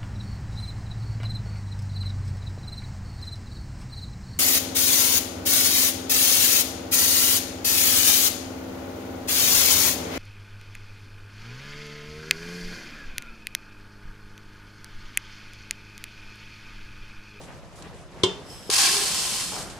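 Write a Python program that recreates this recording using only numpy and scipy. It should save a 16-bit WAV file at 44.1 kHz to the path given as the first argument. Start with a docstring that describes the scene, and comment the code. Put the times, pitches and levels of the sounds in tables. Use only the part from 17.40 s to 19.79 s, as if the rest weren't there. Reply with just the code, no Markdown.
"""A knock rings briefly on a metal pot, then rice slides out of a tilted glass bowl and rattles in.
The sliding grains make the glass sing faintly. The first lump lands with a thud; then thousands of
tiny hits rattle the pot in a few surges, fading and ringing less as the heap grows.
The small kitchen echoes the knock and the thud. Room rumble and soft rustles lie below."""
import sys
import numpy as np
from scipy import signal
from scipy.fft import rfft, irfft, next_fast_len
from scipy.io import wavfile

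SR = 44100
rng = np.random.default_rng(int(sys.argv[2]) if len(sys.argv) > 2 else 0)


def wav_record(signal):
    """Record a signal, one row per channel, as 16-bit PCM in the file named by sys.argv[1]."""
    frames = np.transpose(np.atleast_2d(signal))
    bounded = np.clip(frames, -1, 1)
    # unit amplitude maps onto the largest positive 16-bit level
    quanta = np.round(bounded * 32767).astype(np.int16)
    wavfile.write(sys.argv[1], SR, quanta)


N = 105399
TIME = np.arange(N) / SR
PADDED = next_fast_len(N)
FREQS_HZ = np.maximum(np.fft.rfftfreq(PADDED, 1 / SR), 10)
BACKGROUND_TOP_HZ = 12600


def pouring_rice():
    """Grains hit the bare metal, later the heap; the pot's wall rings and the air inside hums."""
    # Loudness of the rattle and of the hum. Each row: time in seconds, level in dB.
    flow = [(1.299, -37), (1.3005, -22.5), (1.306, -25), (1.309, -34), (1.311, -22.5), (1.323, -26),
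            (1.325, -21.5), (1.345, -20), (1.35, -24), (1.365, -17), (1.376, -23), (1.385, -18.5),
            (1.432, -19.5), (1.642, -25.5), (2.02, -29), (2.06, -32.5), (2.17, -35), (2.245, -40.5),
            (2.26, -44.5), (2.39, -54)]
    hum_curve = [(1.44, -54), (1.48, -44), (1.55, -43), (1.615, -39), (1.67, -53), (1.71, -64)]
    # Tone of grains on metal and on other grains. Each row: frequency in Hz, level in dB.
    on_metal = [(150, -50), (250, -14.5), (364, -19), (471, -29), (1090, -8.5), (1430, -11.5), (1620, -6.5),
                (1990, -8.5), (5010, -1.5), (9280, -6.5), (15000, -23)]
    on_heap = [(150, -13), (250, -7.5), (287, -42), (346, -10.5), (699, -13.5), (1020, -7.5), (1860, -9.5),
               (3000, -3), (7820, -1), (10800, -9), (15000, -21.5)]
    # The wall's notes. Each row: pitch in Hz, width in Hz, level in dB when bare, and when covered.
    wall_notes = [(790, 54, 0, -5.5), (1065, 19.5, 3.5, -7), (1035, 31, -18, -6), (1650, 67, -2, -13),
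                  (1910, 23, -17, -12), (2328, 22, -0.5, -7), (2676, 86, 3.5, -10), (3120, 94, 1, 0.5),
                  (4350, 120, 3, 5), (4580, 67, -1, -3), (4940, 190, 7.5, -3), (5250, 130, -7, 3.5),
                  (6170, 70, -15, -12), (7900, 88, -4, -3), (9160, 860, 6, 4.5)]
    covered = np.interp(TIME, [1.46, 1.73], [0, 1])  # rice covers the pot's floor
    hits = stereo(grains(per_second=20000, spread_db=1.83))
    hits *= from_db(0.77 * drift(rate_hz=42))  # grains come in clumps
    rattle = (1 - covered) * coloured(hits, on_metal, flicker_db=-0.9)
    rattle += covered * coloured(hits, on_heap, flicker_db=0.3)
    wall = 0
    for hz, width_hz, bare_db, covered_db in wall_notes:
        gain = from_db(bare_db + covered * (covered_db - bare_db))
        wall += gain * resonances(hits, [(hz, width_hz, 0)])
    wall *= from_db(-9.5) / np.sqrt(len(wall_notes))
    hum_hz, hum_width_hz = 391, 66
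    hum = resonances(hits, [(hum_hz, hum_width_hz, 0)])
    hum = resonances(hum, [(hum_hz, 2 * hum_width_hz, 0)])
    return level(flow) * (rattle + wall) + level(hum_curve) * hum


def sliding_rice():
    """Grains creep over the glass and make it sing faintly."""
    # Loudness of the slide. Each row: time in seconds, level in dB.
    slide_curve = [(1.02, -75), (1.06, -61.5), (1.1, -51), (1.13, -49.5), (1.2, -53.5), (1.25, -52.5),
                   (1.29, -49), (1.3, -60)]
    # Tone of the rubbing. Each row: frequency in Hz, level in dB.
    rub_tone = [(1500, -15), (2500, -5), (5200, -2.5), (8000, -6), (11000, -5), (13500, -12.5)]
    # The bowl's notes. Each row: pitch in Hz, width in Hz, level in dB.
    glass_notes = [(3160, 300, -10), (5235, 160, -0.5), (7940, 220, -8.5)]
    rub = stereo(grains(per_second=15000, spread_db=1.5))
    hiss = coloured(rub, rub_tone, flicker_db=1.0)
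    glass_db = np.interp(TIME, [1.16, 1.25], [2, -1])  # it sings less as more grains load it
    return level(slide_curve) * (hiss + from_db(glass_db) * resonances(rub, glass_notes))


def rice_thud():
    """The first lump of rice lands, and the air in the pot gives a short boom."""
    start_s, pitch_hz = 1.294, 417
    age = np.maximum(TIME - start_s, 0)
    return fade(age, db=-20, fade_s=0.04) * np.sin(2 * np.pi * pitch_hz * age)


def pot_knock():
    """A soft and a hard click, heard as one knock, set the pot's notes ringing."""
    # The clicks. Each row: start in seconds, strength in dB, treble limit in Hz (lower is softer).
    blows = [(0.8341, -26, 700), (.8362, -12.5, 9050)]
    # The pot's notes. Each row: pitch in Hz, level in dB, seconds to fade by 60 dB.
    pot_notes = [(110, -9.5, .1), (185.8, -18.5, 0.47), (372, -4, 0.18), (410.3, -9, 0.21), (380, 1.5, .04),
                 (903, -22, 0.33), (1024, -11.5, 0.059), (2191, -19, 0.12), (2794, -18, 0.17),
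                 (3035, -5, 0.036), (3173, -12.5, 0.23), (3535, -15.5, 0.34), (3585, -24, 0.37),
                 (4020, -21, .22), (5980, -29, .15), (6700, -29, 0.22), (7900, -20, .06)]
    push, ring = np.full(N, 1e-18), np.zeros(N)
    for start_s, db, soft_hz in blows:
        click = np.full(N, 1e-18)
        click[int(start_s * SR)] = from_db(db)
        push += filtered(click, "low", soft_hz, order=2)
    for hz, db, fade_s in pot_notes:
        decay = from_db(-60 / (fade_s * SR))
        turn = 2 * np.pi * hz / SR
        feedback = [1, -2 * decay * np.cos(turn), decay * decay]
        ring += from_db(db) * signal.lfilter([0, np.sin(turn)], feedback, push)
    return ring


def knock_crack():
    """The knock's noisy snap and its dying tail."""
    # Tone of the snap and of the tail. Each row: frequency in Hz, level in dB.
    snap_tone = [(250, -12), (400, -5), (620, -30), (1040, -10), (1500, -32), (2200, -20), (2500, -31),
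                 (3100, -3.5), (4200, -12), (5500, -16.5), (8000, -19), (10000, -27), (13500, -48)]
    tail_tone = [(250, -2), (400, 6), (600, -4.5), (1000, -7), (1500, -13.5), (2200, -14.5), (3200, -16),
                 (5000, -12.5), (8000, -23), (12000, -41)]
    start_s, rise_s = 0.8335, 0.0028
    age = TIME - start_s
    noise = stereo_noise()
    snap = fade(age, db=-11, fade_s=0.054) * coloured(noise, snap_tone, flicker_db=1.1)
    tail = fade(age, db=-30, fade_s=0.57) * coloured(noise, tail_tone, flicker_db=0.5)
    return np.clip(age / rise_s, 0, 1) * (snap + tail)


def kitchen_echo(sound, fade_s=0.38, wall_cut_hz=6700, bass_cut_hz=900):
    """Sound bounces between the walls: six repeating echoes a side, duller on every round."""
    size = next_fast_len(N + SR)
    hz = np.fft.rfftfreq(size, 1 / SR)
    dulling = np.sqrt(1 + (hz / wall_cut_hz) ** 2)
    echoes = []
    for k, delay_s in enumerate(rng.uniform(.012, .035, 12)):
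        bounce = from_db(-60 * delay_s / fade_s) / dulling * np.exp(-2j * np.pi * hz * delay_s)
        echoes.append(bounce / (1 - bounce) * (-1) ** (k // 2))  # all its repeats added up
    thinned = rfft(sound, size) * hz ** 2 / (hz ** 2 + bass_cut_hz ** 2)
    return irfft(thinned * [sum(echoes[::2]), sum(echoes[1::2])], size)[:, :N]


def rustles(rise_s=0.0011):
    """Soft rustles and ticks: bursts of noise that start quickly, hold and fade."""
    # Each row: start and hold in seconds, level in dB, low and high edge in Hz, seconds to fade 60 dB.
    bursts = [(0.011, 0.028, -50.5, 2000, 9300, 0.22), (0.077, 0.035, -50, 400, 2500, 0.26),
              (0.356, 0.046, -53.5, 3750, 10700, .12), (.4228, 0.0013, -40, 2500, 8300, 0.022),
              (0.439, 0.02, -49, 300, 2970, 0.18), (.54, 0.09, -60.5, 5000, 9700, .2),
              (0.742, .11, -62, 600, 3000, .2), (2.118, 0.015, -36.5, 248, 1070, 0.28),
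              (2.16, 0.031, -40.5, 290, 1620, 0.94), (2.298, .005, -41.5, 2480, 8750, 0.14)]
    out, noise = 0, stereo_noise()
    for start_s, hold_s, db, low_hz, high_hz, fade_s in bursts:
        band = rms_one(filtered(noise, "band", [low_hz, high_hz], order=3))
        age = TIME - start_s
        out += np.clip(age / rise_s, 0, 1) * fade(age - hold_s, db, fade_s) * band
    return filtered(out, "low", BACKGROUND_TOP_HZ, order=8)


def room_tone():
    """The room rumbles and hisses, gently rising and falling."""
    # Loudness before and after the knock. Each row: time in seconds, level in dB.
    early = [(0.0, -44), (0.172, -44), (0.212, -47.5), (0.366, -46.5), (0.38, -44.5), (0.456, -42.5),
             (0.612, -47), (0.69, -48.5), (0.718, -46), (0.8, -42)]
    late = [(1.0, -43.5), (1.25, -45.5), (1.6, -41.5), (2.0, -43), (2.39, -41.5)]
    # Tone of the room. Each row: frequency in Hz, level in dB.
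    tone = [(12, -48), (20, -11), (49, -4), (190, -3), (236, -8.5), (546, -8.5), (625, -9.5), (1100, -14.5),
            (1490, -17), (2770, -21.5), (4640, -26), (7560, -31), (13000, -40)]
    rumble = coloured(stereo_noise(), tone, flicker_db=1.5)
    return level(list(early) + list(late)) * filtered(rumble, "low", BACKGROUND_TOP_HZ, order=8)


def deep_rumble():
    """A very deep, wide rumble, opposite on the left and right."""
    deep = filtered(rng.standard_normal(N), "band", hz=[18, 65], order=3)
    return from_db(-51) * rms_one(deep) * np.array([[1], [-1]])


def from_db(db):
    """Turn decibels into a factor to multiply by."""
    return 10 ** (np.asarray(db) / 20)


def rms_one(x):
    """Scale a signal to an average strength (rms) of 1."""
    return x / np.sqrt(np.mean(x ** 2) + 1e-20)


def level(curve):
    """A volume that follows rows of seconds and dB, silent outside them."""
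    seconds, db = np.transpose(curve)
    return from_db(np.interp(TIME, seconds, db, -120, -120))


def fade(age, db, fade_s):
    """A volume that stays at db until age 0, then drops 60 dB every fade_s seconds."""
    return from_db(db - 60 * np.maximum(age, 0) / fade_s)


def filtered(x, kind, hz, order):
    """Keep the lows, the highs or a band; a higher order cuts more steeply."""
    return signal.sosfilt(signal.butter(order, hz, kind, fs=SR, output="sos"), x)


def across_pitch(rows):
    """Join rows of Hz and value into a curve over all frequencies."""
    hz, values = np.transpose(rows)
    return np.interp(np.log(FREQS_HZ), np.log(hz), values)


def drift(rate_hz):
    """A smooth random wobble, about 1 in size."""
    step, warm_up = 40, 2000
    memory = np.exp(-2 * np.pi * step * rate_hz / SR)
    noise = rng.standard_normal(N // step + warm_up + 2)
    slow = signal.lfilter([1], [1, -2 * memory, memory * memory], noise)[warm_up:]
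    return np.interp(np.arange(N) / step, np.arange(len(slow)), rms_one(slow))


def grains(per_second, spread_db):
    """Two unrelated streams of random clicks, most small and a few large."""
    sizes = from_db(spread_db * np.minimum(rng.exponential(1, (2, N)), 5))
    signs = rng.choice([-1, 1], (2, N))
    return sizes * signs * (rng.random((2, N)) < per_second / SR)


def stereo(pair):
    """Mix two unrelated signals into left and right, less alike towards the treble."""
    # Each row: frequency in Hz, how alike the two sides are (1 means the same).
    likeness = [(60, 0.67), (125, 0.89), (300, 0.88), (600, 0.87), (1000, .8), (2500, 0.45), (12000, 0.38)]
    alike = across_pitch(likeness)
    middle, side = rfft(pair, PADDED) * np.sqrt([1 + alike, 1 - alike])
    return irfft([middle + side, middle - side], PADDED)[:, :N]


def stereo_noise():
    """Plain hiss, partly alike on the left and right."""
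    return stereo(rng.standard_normal((2, N)))


def coloured(x, tone, flicker_db):
    """Shape a sound with a tone curve; each half octave flickers on its own. Strength 1."""
    inside = (FREQS_HZ > tone[0][0]) & (FREQS_HZ < tone[-1][0])
    shaped = rfft(x, PADDED) * from_db(across_pitch(tone)) * inside
    out = 0
    for band in range(int(2 * np.log2(tone[0][0] / 10)), 23):
        window = np.clip(1 - np.abs(2 * np.log2(FREQS_HZ / 10) - band), 0, 1)
        flicker = from_db(flicker_db * drift(rate_hz=22.4))
        out += irfft(shaped * window, PADDED)[:, :N] * flicker
    return rms_one(out)


def resonances(x, notes):
    """Let a sound ring a set of notes; narrow ones ring longer. Strength 1."""
    out = 0
    for hz, width_hz, db in notes:
        decay = np.exp(-np.pi * width_hz / SR)
        feedback = [1, -2 * decay * np.cos(2 * np.pi * hz / SR), decay ** 2]
        out += from_db(db) * signal.lfilter([1 - decay ** 2, 0, decay ** 2 - 1], feedback, x)
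    return rms_one(out)


def scene():
    """The knock and the rice, with their deep bass cut, over the sounds of the room."""
    impacts = pot_knock() + rice_thud()
    echo = from_db(-9) * kitchen_echo(impacts)
    pot_and_rice = impacts + echo + knock_crack() + pouring_rice() + sliding_rice()
    return filtered(pot_and_rice, "high", hz=106, order=2) + rustles() + room_tone() + deep_rumble()


def record(dry):
    """Cut away the very highest treble."""
    cutoff_hz = 15400
    return signal.sosfilt(signal.cheby2(16, 70, cutoff_hz, fs=SR, output="sos"), dry)


dry = scene()
out = record(dry)
wav_record(out)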